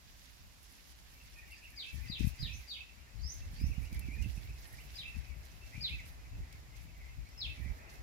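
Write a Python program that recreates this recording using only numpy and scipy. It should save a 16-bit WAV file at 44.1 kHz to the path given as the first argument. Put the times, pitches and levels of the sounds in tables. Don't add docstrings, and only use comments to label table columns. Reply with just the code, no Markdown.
import sys
import numpy as np
from scipy import signal
from scipy.fft import rfft, irfft, next_fast_len
from scipy.io import wavfile
from scipy.ndimage import uniform_filter1d

SR = 44100
rng = np.random.default_rng(int(sys.argv[2]) if len(sys.argv) > 2 else 0)


def unload_audio(sound):
    columns = np.transpose(np.atleast_2d(sound))
    steps = np.round(np.clip(columns, -1, 1) * 32767)
    wavfile.write(sys.argv[1], SR, steps.astype(np.int16))


N = 353770
T = np.arange(N) / SR
SIZE = next_fast_len(N)
HZ = np.maximum(np.arange(SIZE // 2 + 1) * SR / SIZE, 1)


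def sunbird():
    # (start [s], hold [s], fall [s], top [Hz], middle [Hz], bottom [Hz],
    # scoop into the held note [Hz], level [dB], held note [dB], accent at the turn [dB],
    # swell through the fall [dB], closing note [dB], direct share [dB], near echoes [dB],
    # left minus right [dB], lead of the left port [s])
    chirps = [(1.76, 0.02, 0.059, 4850, 3676, 2250, 3, -40, -20, 7.5, 7, -7, -7, -6, -0.5, 0.002),
              (2.08, 0.022, 0.067, 4840, 3680, 2300, -100, -40, -16, 7, 4.5, -9.5, -3, -4.5, -0.5, 0.0019),
              (2.387, .026, 0.064, 5010, 3740, 2300, -150, -39.5, -13.5, 2.5, 1, -8.5, -4.5, -3, -0.5, 0),
              (2.673, 0.019, 0.07, 4704, 3620, 2150, 3, -40.5, -17, 11.5, 6, -8, -4, -7, -1, 0.0074),
              (4.953, .019, .06, 4997, 3640, 2300, -2, -43.5, -11, 1.5, 5, -2, -0.5, -6, -1, -.0007),
              (5.808, .02, .066, 5050, 3660, 2100, -450, -36, -11.5, -1, -4, -11, 2, -6, -1, -0.00011),
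              (7.376, .027, 0.063, 5214, 3564, 2150, 87, -36, -13, -5, 2.5, -13, 1, -8, 0.5, 0.0015)]
    # (start [s], length [s], first pitch [Hz], middle pitch [Hz], last pitch [Hz],
    # level [dB], swell [dB], pitch waver [share of the pitch], left minus right [dB])
    whistles = [(3.183, 0.042, 4250, 4550, 5900, -63, 2, .045, -6),
                (3.222, .118, 4400, 5650, 6620, -51, 1.5, 0.023, -6.5),
                (3.525, .15, 4100, 4950, 5950, -64.5, 12, 0.024, -2),
                (2.525, 0.054, 5450, 6300, 7050, -59, -7, 0.028, -8),
                (1.51, .07, 4700, 4700, 5100, -67.5, 0, .04, -3),
                (7.24, 0.098, 3900, 4900, 6000, -73.5, 3, .04, 0)]
    whistle_direct_db, whistle_echoes_db, whistle_lead_s = -2.5, -6, 0.000418
    voice, direct = np.zeros((2, 2, N))

    def sing(s, note, direct_db, echoes_db):
        add(voice, s, note)
        add(direct, s, undb(direct_db) * note)
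        add(direct, s, undb(echoes_db) * branches(note))

    for row in chirps:
        s, *shape, db, held_db, accent_db, swell_db, closing_db, direct_db, echoes_db, pan_db, lead_s = row
        note = undb(db) * chirp(*shape, held_db, accent_db, swell_db, closing_db)
        sing(s, ports(note, pan_db, lead_s), direct_db, echoes_db)
    for s, length, first_hz, middle_hz, last_hz, db, swell_db, waver, pan_db in whistles:
        t = T[:int(length * SR)]
        curve = np.polyfit([0, .5, 1], [first_hz, middle_hz, last_hz], 2)
        hz = np.polyval(curve, t / length)
        note_db = db + swell_db * (t / length - .5)
        note = whistle(t, hz, note_db, waver, flutter_db=2.5, edge_s=0.091 * length)
        sing(s, ports(note, pan_db, whistle_lead_s), whistle_direct_db, whistle_echoes_db)
    hedge = scatter(voice, t60=0.098, wet_db=-1.5, build_s=0.00029)
    walls = scatter(voice, t60=0.37, wet_db=-3.0, build_s=0.014)
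    return direct + hedge + walls


def chirp(hold, fall, top_hz, middle_hz, bottom_hz, scoop_hz, held_db, accent_db, swell_db, closing_db):
    # (progress [share of the fall], level [dB])
    fall_loudness = [(0, -10), (.14, -10), (.29, -1.5), (.53, -7), (.76, -9.5), (.9, -8), (1, -22.5)]
    accent_s, closing_s, closing_hz = 0.0094, 0.06, 2640
    middle_slope = 0.453
    t = T[:int((hold + fall + closing_s) * SR)]
    u = (t - hold) / fall
    v = np.clip(1 - 2 * u, -1, 1)
    after = np.maximum(t - hold - fall, 0) / closing_s

    span_hz = np.where(v > 0, top_hz - middle_hz, middle_hz - bottom_hz)
    hz = middle_hz + span_hz * v * (middle_slope + (1 - middle_slope) * v ** 2)
    arch_hz = closing_hz * (1 + 0.0199 * rng.standard_normal()) - bottom_hz
    hz = hz + arch_hz * np.sin(2.2 * after)
    hz = hz + scoop_hz * np.maximum(1 - t / hold, 0) ** 2

    db = np.interp(u, *np.transpose(fall_loudness)) + swell_db * (u - .5)
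    db = np.where(u < 0, held_db + 6 * (t / hold - .5), db)
    db = db + accent_db * np.exp(-((t - hold) / accent_s) ** 2)
    closing_level_db = closing_db + np.interp(after, [0, .25, .65, 1], [-7, -7, -5.5, -7.5])
    db = np.where(u > 1, closing_level_db, db)

    waver = np.interp(u, [0, .3, 1, 1.3], [.005, .014, .018, .018])
    third = undb(-25 - 20 * (top_hz - hz) / (top_hz - middle_hz))
    return whistle(t, hz, uniform_filter1d(db, 200), waver, flutter_db=1.5, third=third)


def whistle(t, hz, db, waver, flutter_db, edge_s=0.0012, third=0):
    hz = uniform_filter1d(hz, 128) * (1 + waver * walk(600, len(t)))
    edges = np.clip(np.minimum(t, t[-1] - t) / edge_s, 0, 1)
    phase = 2 * np.pi * np.cumsum(hz) / SR
    tone = np.sin(phase) + third * np.sin(3 * phase)
    return np.sqrt(2) * tone * edges * undb(db + flutter_db * walk(253.4, len(t)))


def branches(note, count=5, first_s=.003, last_s=.028):
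    out = np.zeros((2, N))
    for port in range(2):
        for k, (late, size) in enumerate(rng.random((count, 2))):
            delay_s = first_s + (last_s - first_s) * (k + late) / count
            add(out[port], delay_s, (.5 + size) * note[port] / np.sqrt(count))
    return out


def scatter(x, t60, wet_db, build_s, patchy_db=-0.85):
    t = T[:SR]
    clumps = undb(patchy_db * np.array([walk(225, SR), walk(213.6, SR)]))
    fade = np.exp(-np.log(1000) * t / t60)
    tail = clumps * rng.standard_normal((2, SR)) * fade * (1 - np.exp(-t / build_s))
    tail /= np.sqrt(np.sum(tail ** 2, axis=1, keepdims=True))
    return undb(wet_db) * signal.fftconvolve(x, tail, axes=1)[:, :N]


def far_bird(level_db=-3, lead_s=-0.0004):
    # (start [s], length [s], first pitch [Hz], last pitch [Hz], upward arch [Hz], level [dB])
    warble = [(1.197, 0.03, 2720, 2540, 80, -62), (1.295, .025, 2600, 2380, 50, -69),
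              (1.353, .06, 2540, 2330, 18, -61), (1.465, 0.052, 2680, 2120, -260, -63),
              (1.51, 0.041, 2773, 2450, 40, -52.5), (1.58, .03, 1844, 1720, 30, -70),
              (1.612, 0.023, 2610, 2330, 0, -59), (1.637, 0.037, 2790, 2550, 100, -52),
              (1.721, 0.033, 1940, 1670, 0, -63), (1.772, 0.024, 2160, 2200, 30, -56),
              (2.029, 0.057, 2680, 1710, 4, -62), (2.086, .037, 2050, 1950, 60, -58),
              (2.261, 0.033, 2480, 2560, 58, -52), (2.374, .038, 2550, 2370, 106, -65),
              (2.867, 0.045, 2554, 2640, 25, -62), (3.41, .022, 2540, 2610, 28, -55.5),
              (3.592, 0.055, 2065, 2680, 128, -61), (3.706, .047, 2690, 1920, 182, -57),
              (3.819, 0.065, 2100, 3040, 68, -60), (3.922, .042, 2590, 1790, 44, -55),
              (4.011, 0.042, 2640, 2500, 40, -56.5), (4.068, 0.039, 2350, 2010, 88, -54),
              (4.103, .06, 2200, 2590, -19, -52.5), (4.177, 0.039, 2470, 2500, -2, -55),
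              (4.216, 0.051, 3010, 2610, -72, -56), (4.356, 0.035, 2610, 2600, 30, -60.5),
              (4.483, 0.033, 2350, 2380, 150, -62.5), (4.717, 0.034, 1940, 1870, -30, -61),
              (4.775, 0.044, 2000, 3200, -3, -57.5), (5.139, 0.022, 2700, 2380, 50, -54.5),
              (5.2, 0.044, 2410, 1880, -130, -65), (5.298, 0.053, 2370, 2190, -21, -60.5),
              (5.613, 0.071, 2620, 2654, 54.5, -59.5), (5.727, 0.069, 1917, 2380, 208, -53),
              (5.918, .045, 2400, 2420, 150, -54), (5.981, 0.029, 2470, 1800, 95, -47.5),
              (6.168, 0.11, 2320, 2580, 35, -70.5), (6.419, .06, 2230, 2380, 60, -70),
              (6.496, .075, 2390, 2090, -46, -68), (6.719, 0.038, 2170, 2240, -120, -63.5),
              (6.77, 0.085, 2470, 2760, 40, -73), (6.921, 0.057, 2230, 2100, 84, -67),
              (7.002, 0.057, 2250, 2014, -60, -63), (7.06, 0.087, 2126, 2200, -28, -65.5),
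              (7.245, 0.051, 2106, 2370, 41, -65), (7.332, .058, 2480, 2830, 0, -66.5),
              (7.645, .045, 2320, 2180, 98, -62.5), (7.79, 0.047, 2450, 2530, 30, -64)]
    song = np.zeros((2, N))
    for s, length, first_hz, last_hz, arch_hz, db in warble:
        t = T[:int(length * SR)]
        glide_hz = first_hz + (last_hz - first_hz) * t / length
        hz = glide_hz + arch_hz * np.sin(np.pi * t / length)
        note = whistle(t, hz, db, waver=.02, flutter_db=3, edge_s=.009)
        add(song, s, ports(note, 0, lead_s))
    return undb(level_db) * (song + scatter(song, t60=.27, wet_db=-3, build_s=.004))


def far_flock(count=400, centre_hz=2300, spread_hz=230, from_s=1.1, note_s=.04, slur_per_s=4, spread_db=3.0):
    # (start [s], length [s], level [dB])
    bouts = [(1.35, 0.64, -67.5), (1.95, 0.66, -65.5), (3.55, 0.68, -66), (4.33, 0.81, -69.5),
             (5.1, 0.24, -69), (5.7, .3, -61.5), (6.39, 0.12, -74), (6.71, .14, -73), (6.93, 0.15, -70),
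             (7.52, 0.15, -61), (7.76, 0.17, -69.5)]
    murmur_db = -74
    effort = np.sqrt(undb(murmur_db) ** 2 + swells(bouts, attack_s=0.02, release_s=0.03))
    song = np.zeros((1, N))
    t = T[:int(note_s * SR)]
    step_s = (T[-1] - note_s - from_s) / count
    for k, (late, pitch, slur, size) in enumerate(rng.standard_normal((count, 4))):
        note_hz = centre_hz + spread_hz * np.clip(pitch, -2, 2)
        hz = note_hz * (1 + slur_per_s * slur * (t - t.mean()))
        note = whistle(t, hz, spread_db * min(size, 1), waver=.03, flutter_db=3, edge_s=.008)
        add(song, from_s + (k + np.tanh(late)) * step_s, note[None])
    return scatter(song * effort, t60=.25, wet_db=0, build_s=.003)


def wind(gust_db=-44, eddy_db=-15, steepness=0.97):
    # (start [s], length [s], level at the left port [dB], level at the right port [dB])
    gusts = [(.38, 0.068, -51, -51), (1.915, 0.21, -40, -65), (2.19, 0.082, -28, -62),
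             (2.39, 0.063, -50, -31.5), (2.48, 0.11, -53, -43), (3.13, 0.14, -38, -64),
             (3.33, 0.27, -46.5, -68), (3.56, 0.16, -43.5, -32), (3.76, 0.057, -62, -37),
             (3.91, 0.16, -45.5, -35), (4.05, 0.25, -48, -32.5), (4.22, 0.16, -56, -37),
             (4.42, 0.094, -48, -45.5), (4.71, 0.085, -63, -42.5), (5.14, 0.037, -34, -68),
             (5.28, 0.1, -43, -70), (5.73, 0.11, -39.5, -63), (5.89, 0.088, -42.5, -43),
             (6.3, 0.12, -45, -39), (6.8, 0.12, -47.5, -67), (7.16, 0.1, -46, -60), (7.43, 0.041, -43, -54),
             (7.56, 0.14, -64, -33.5)]
    # (time [s], level at the left port [dB], level at the right port [dB])
    breeze = [(0, -74, -61.5), (1.5, -59, -62), (3.0, -57.5, -65.5), (3.6, -58, -41.5), (5.4, -49.5, -57),
              (6.4, -51, -51), (8.02, -49.5, -52.5)]
    # (frequency [Hz], relative level per Hz [dB])
    rumble = [(18, -25), (26, -21), (38, -3), (50, 1.5), (64, 4), (80, -5.5), (120, -10), (180, -28.5),
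              (280, -17), (400, -34)]
    # (time [s], strength [dB], centre [Hz])
    buffets = [(1.946, -44, 110), (2.101, -31.5, 120), (2.209, -20, 126), (2.247, -21.5, 103),
               (2.272, -23, 100), (2.432, -34, 86), (3.616, -33.5, 146), (3.642, -27.5, 107),
               (3.783, -28, 104), (3.928, -34.5, 132), (4.088, -34.5, 136), (4.262, -34, 137),
               (4.379, -36, 105), (5.169, -39, 111), (5.78, -35.5, 100), (7.662, -34.5, 105)]
    attack_s, release_s = 0.016, 0.028
    left, right = (undb(db) ** 2 + swells(gusts, attack_s, release_s, port)
                   for port, db in enumerate(curves(breeze)))
    db = 10 * np.log10((left + right) / 2)
    pan_db = 10 * np.log10(left / right)

    deep = undb(db + 2.23 * walk(25)) * noise(rumble, likeness=0.15)
    deep = signal.sosfilt(signal.butter(2, [24, 150], "bandpass", fs=SR, output="sos"), deep)
    fine = noise([(80, 0.5), (135, 1.5), (250, -13.0), (380, -22.0), (700, -36)], likeness=0.84)
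    fine_db = gust_db + eddy_db + steepness * (db - gust_db) + 3.8 * walk(50)
    out = deep + fine * undb(fine_db)

    t = T[:SR // 20] - T[SR // 40]
    for s, strength_db, hz in buffets:
        u = 2 * np.pi * hz * t
        push = -u * np.exp((1 - u ** 2) / 2)
        add(out, s + t[0], undb(strength_db + rng.standard_normal((2, 1))) * push)
    return out * sides(pan_db)


def leaves(rustle_db=-1.0, pan_db=-6, crackle_hz=300, crackle_db=1.5, spread_db=4.5, grain_s=0.0007, shift_db=3.0):
    # (time [s], level [dB])
    stir = [(0, -66.5), (2.7, -63), (3.05, -82), (3.5, -65), (4.9, -62), (5.4, -66.5), (6.2, -75),
            (7.2, -89), (8.02, -78)]
    # (start [s], length [s], level [dB])
    brushes = [(.07, 0.028, -64), (.62, 0.3, -65), (1.21, 0.17, -65), (1.5, 0.025, -58.5),
               (1.88, 0.2, -59.5), (2.19, 0.096, -52.5), (2.38, 0.14, -63.5), (3.27, 0.13, -61.5),
               (3.66, 0.039, -60), (3.92, 0.036, -57), (4.21, 0.24, -59.5), (4.61, 0.24, -65),
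               (5.65, 0.36, -61.5), (6.05, 0.042, -58.5), (6.75, 0.083, -64.5), (7.43, 0.36, -67),
               (7.89, 0.053, -59)]
    # (frequency [Hz], relative level per Hz [dB])
    leaf_colour = [(1500, -3), (3000, -3.5), (5500, 0.5), (8200, -9), (10500, -4.5), (13500, -8),
                   (16000, -18)]
    bands_hz = [2900, 6340, 10600, 14000]
    stir_db, = curves(stir)
    stir_power = undb(stir_db + 2 * walk(14)) ** 2
    db = 10 * np.log10(stir_power + swells(brushes, attack_s=0.0059, release_s=0.029))
    spectrum, out = rfft(noise(leaf_colour), SIZE), 0
    for share in np.eye(len(bands_hz)):
        strength_db = crackle_db + spread_db * np.minimum(rng.exponential(size=N), 3)
        contacts = (rng.random(N) < crackle_hz / SR) * undb(strength_db)
        crackle = signal.lfilter([1], [1, -np.exp(-2 / (grain_s * SR))], contacts ** 2)
        hiss = irfft(spectrum * np.interp(HZ, bands_hz, share), SIZE)[:, :N]
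        out = out + hiss * np.sqrt((1 + crackle) / 2) * undb(shift_db * walk(45))
    return sides(pan_db) * undb(db + rustle_db + 0.61 * walk(25)) * out


def leaf_ticks(tick_db=-9, tick_s=0.0043, width_hz=2500, snap_db=-9, pan_db=-6):
    # (time [s], strength [dB], centre [Hz])
    ticks = [(1.8627, -44, 9000), (2.1944, -37, 6000), (2.2244, -44, 11000), (2.2544, -42, 6950),
             (3.34, -40, 11000), (3.6765, -46, 7000), (3.928, -37, 6200), (3.9444, -38, 11000),
             (3.9935, -30, 10700), (4.2238, -36, 7000), (4.7282, -41, 11000), (4.9566, -45, 9000),
             (6.5266, -37.5, 5100), (6.766, -44, 5000), (6.977, -51, 14500), (7.171, -52, 14000),
             (7.289, -47, 6300)]
    out, t = np.zeros((2, N)), T[:SR // 20]
    for s, strength_db, hz in ticks:
        burst = rng.standard_normal((2, len(t))) * np.exp(-t / tick_s)
        ring = signal.lfilter(*signal.iirpeak(hz, hz / width_hz, fs=SR), burst)
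        snap = signal.sosfilt(signal.butter(2, 2000, "highpass", fs=SR, output="sos"), burst)
        add(out, s, undb(strength_db + tick_db) * (ring + undb(snap_db) * snap))
    return sides(pan_db) * out


def outdoors(pan_db=-2, traffic_db=-2, lead_s=-.00039):
    # (frequency [Hz], relative level per Hz [dB])
    air_colour = [(25, -8), (45, -1.5), (63, 2.5), (80, -15), (120, -14.5), (204, -15), (445, -27),
                  (970, -23.5), (1400, -25.5), (2700, -23.5), (3300, -26), (5100, -25), (5900, -27.5),
                  (6800, -27), (8400, -35.5), (13200, -32), (15800, -41.5)]
    air_db = -59
    # (time [s], level [dB])
    traffic = [(0, -74), (1.6, -72.5), (2.2, -64.5), (2.9, -70.5), (3.4, -65), (6, -63.5), (7.2, -67.5),
               (7.7, -60.5)]
    db, = curves(traffic)
    road_colour = [(250, -2.0), (450, -5.5), (700, -3), (1200, -9.5), (2200, -4.5)]  # (Hz, dB per Hz)
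    road = noise(road_colour, likeness=0.45, lead_s=lead_s)
    air = noise(air_colour, likeness=0.2, lead_s=lead_s) * undb(air_db + 0.48 * walk(22))
    return sides(pan_db) * air + road * undb(db + traffic_db + 0.96 * walk(8))


def undb(db):
    return 10 ** (np.asarray(db) / 20)


def curves(table):
    s, *columns = np.transpose(table)
    return [np.interp(T, s, c) for c in columns]


def sides(pan_db):
    gains = undb(np.array([pan_db, -pan_db]).reshape(2, -1) / 2)
    return gains / np.sqrt(np.mean(gains ** 2, axis=0))


def ports(sound, pan_db, lead_s):
    t = T[:len(sound)]
    return sides(pan_db) * np.array([sound, np.interp(t - lead_s, t, sound)])


def add(out, s, sound):
    i = int(s * SR)
    out[..., i:i + sound.shape[-1]] += sound[..., :N - i]


def swells(table, attack_s, release_s, column=0):
    power = np.zeros(N)
    for s, length, *db in table:
        t = T[:int((length + 6 * release_s) * SR)]
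        shape = np.minimum(t / attack_s, 1) * np.exp(-np.maximum(t - length, 0) / release_s)
        add(power, s, (undb(db[column]) * shape) ** 2)
    return power


def walk(rate, size=N):
    k = max(int(SR / rate), 1)
    steps = np.repeat(rng.standard_normal(size // k + 1), k)
    return 1.306 * uniform_filter1d(steps, k)[:size]


def noise(spectrum, likeness=0, lead_s=0):
    hz, db = np.transpose(spectrum)
    gain = undb(np.interp(np.log(HZ), np.log(hz), db, left=-120, right=-120))
    white, c = rng.standard_normal((3, N)), np.clip(likeness, 0, 1)
    common = np.array([white[2], np.roll(white[2], round(lead_s * SR))])
    mixed = np.sqrt(1 - c) * white[:2] + np.sqrt(c) * common
    x = irfft(rfft(mixed, SIZE) * gain, SIZE)[:, :N]
    return x / x.std()


def scene():
    return sunbird() + far_bird() + far_flock() + wind() + leaves() + leaf_ticks() + outdoors()


def record(dry):
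    # (frequency [Hz], left minus right [dB])
    port_colour = [(500, 1.5), (1200, -2), (3400, -1), (5300, 2), (7200, 2), (9500, 3.5), (12500, -2),
                   (14200, -3.5), (16000, -3)]
    top_hz = 15800
    hz, db = np.transpose(port_colour)
    gains = sides(np.interp(np.log(HZ), np.log(hz), db))
    heard = irfft(rfft(dry, SIZE) * gains, SIZE)[:, :N]
    return signal.sosfilt(signal.ellip(10, .2, 70, top_hz, fs=SR, output="sos"), heard)


dry = scene()
out = record(dry)
unload_audio(out)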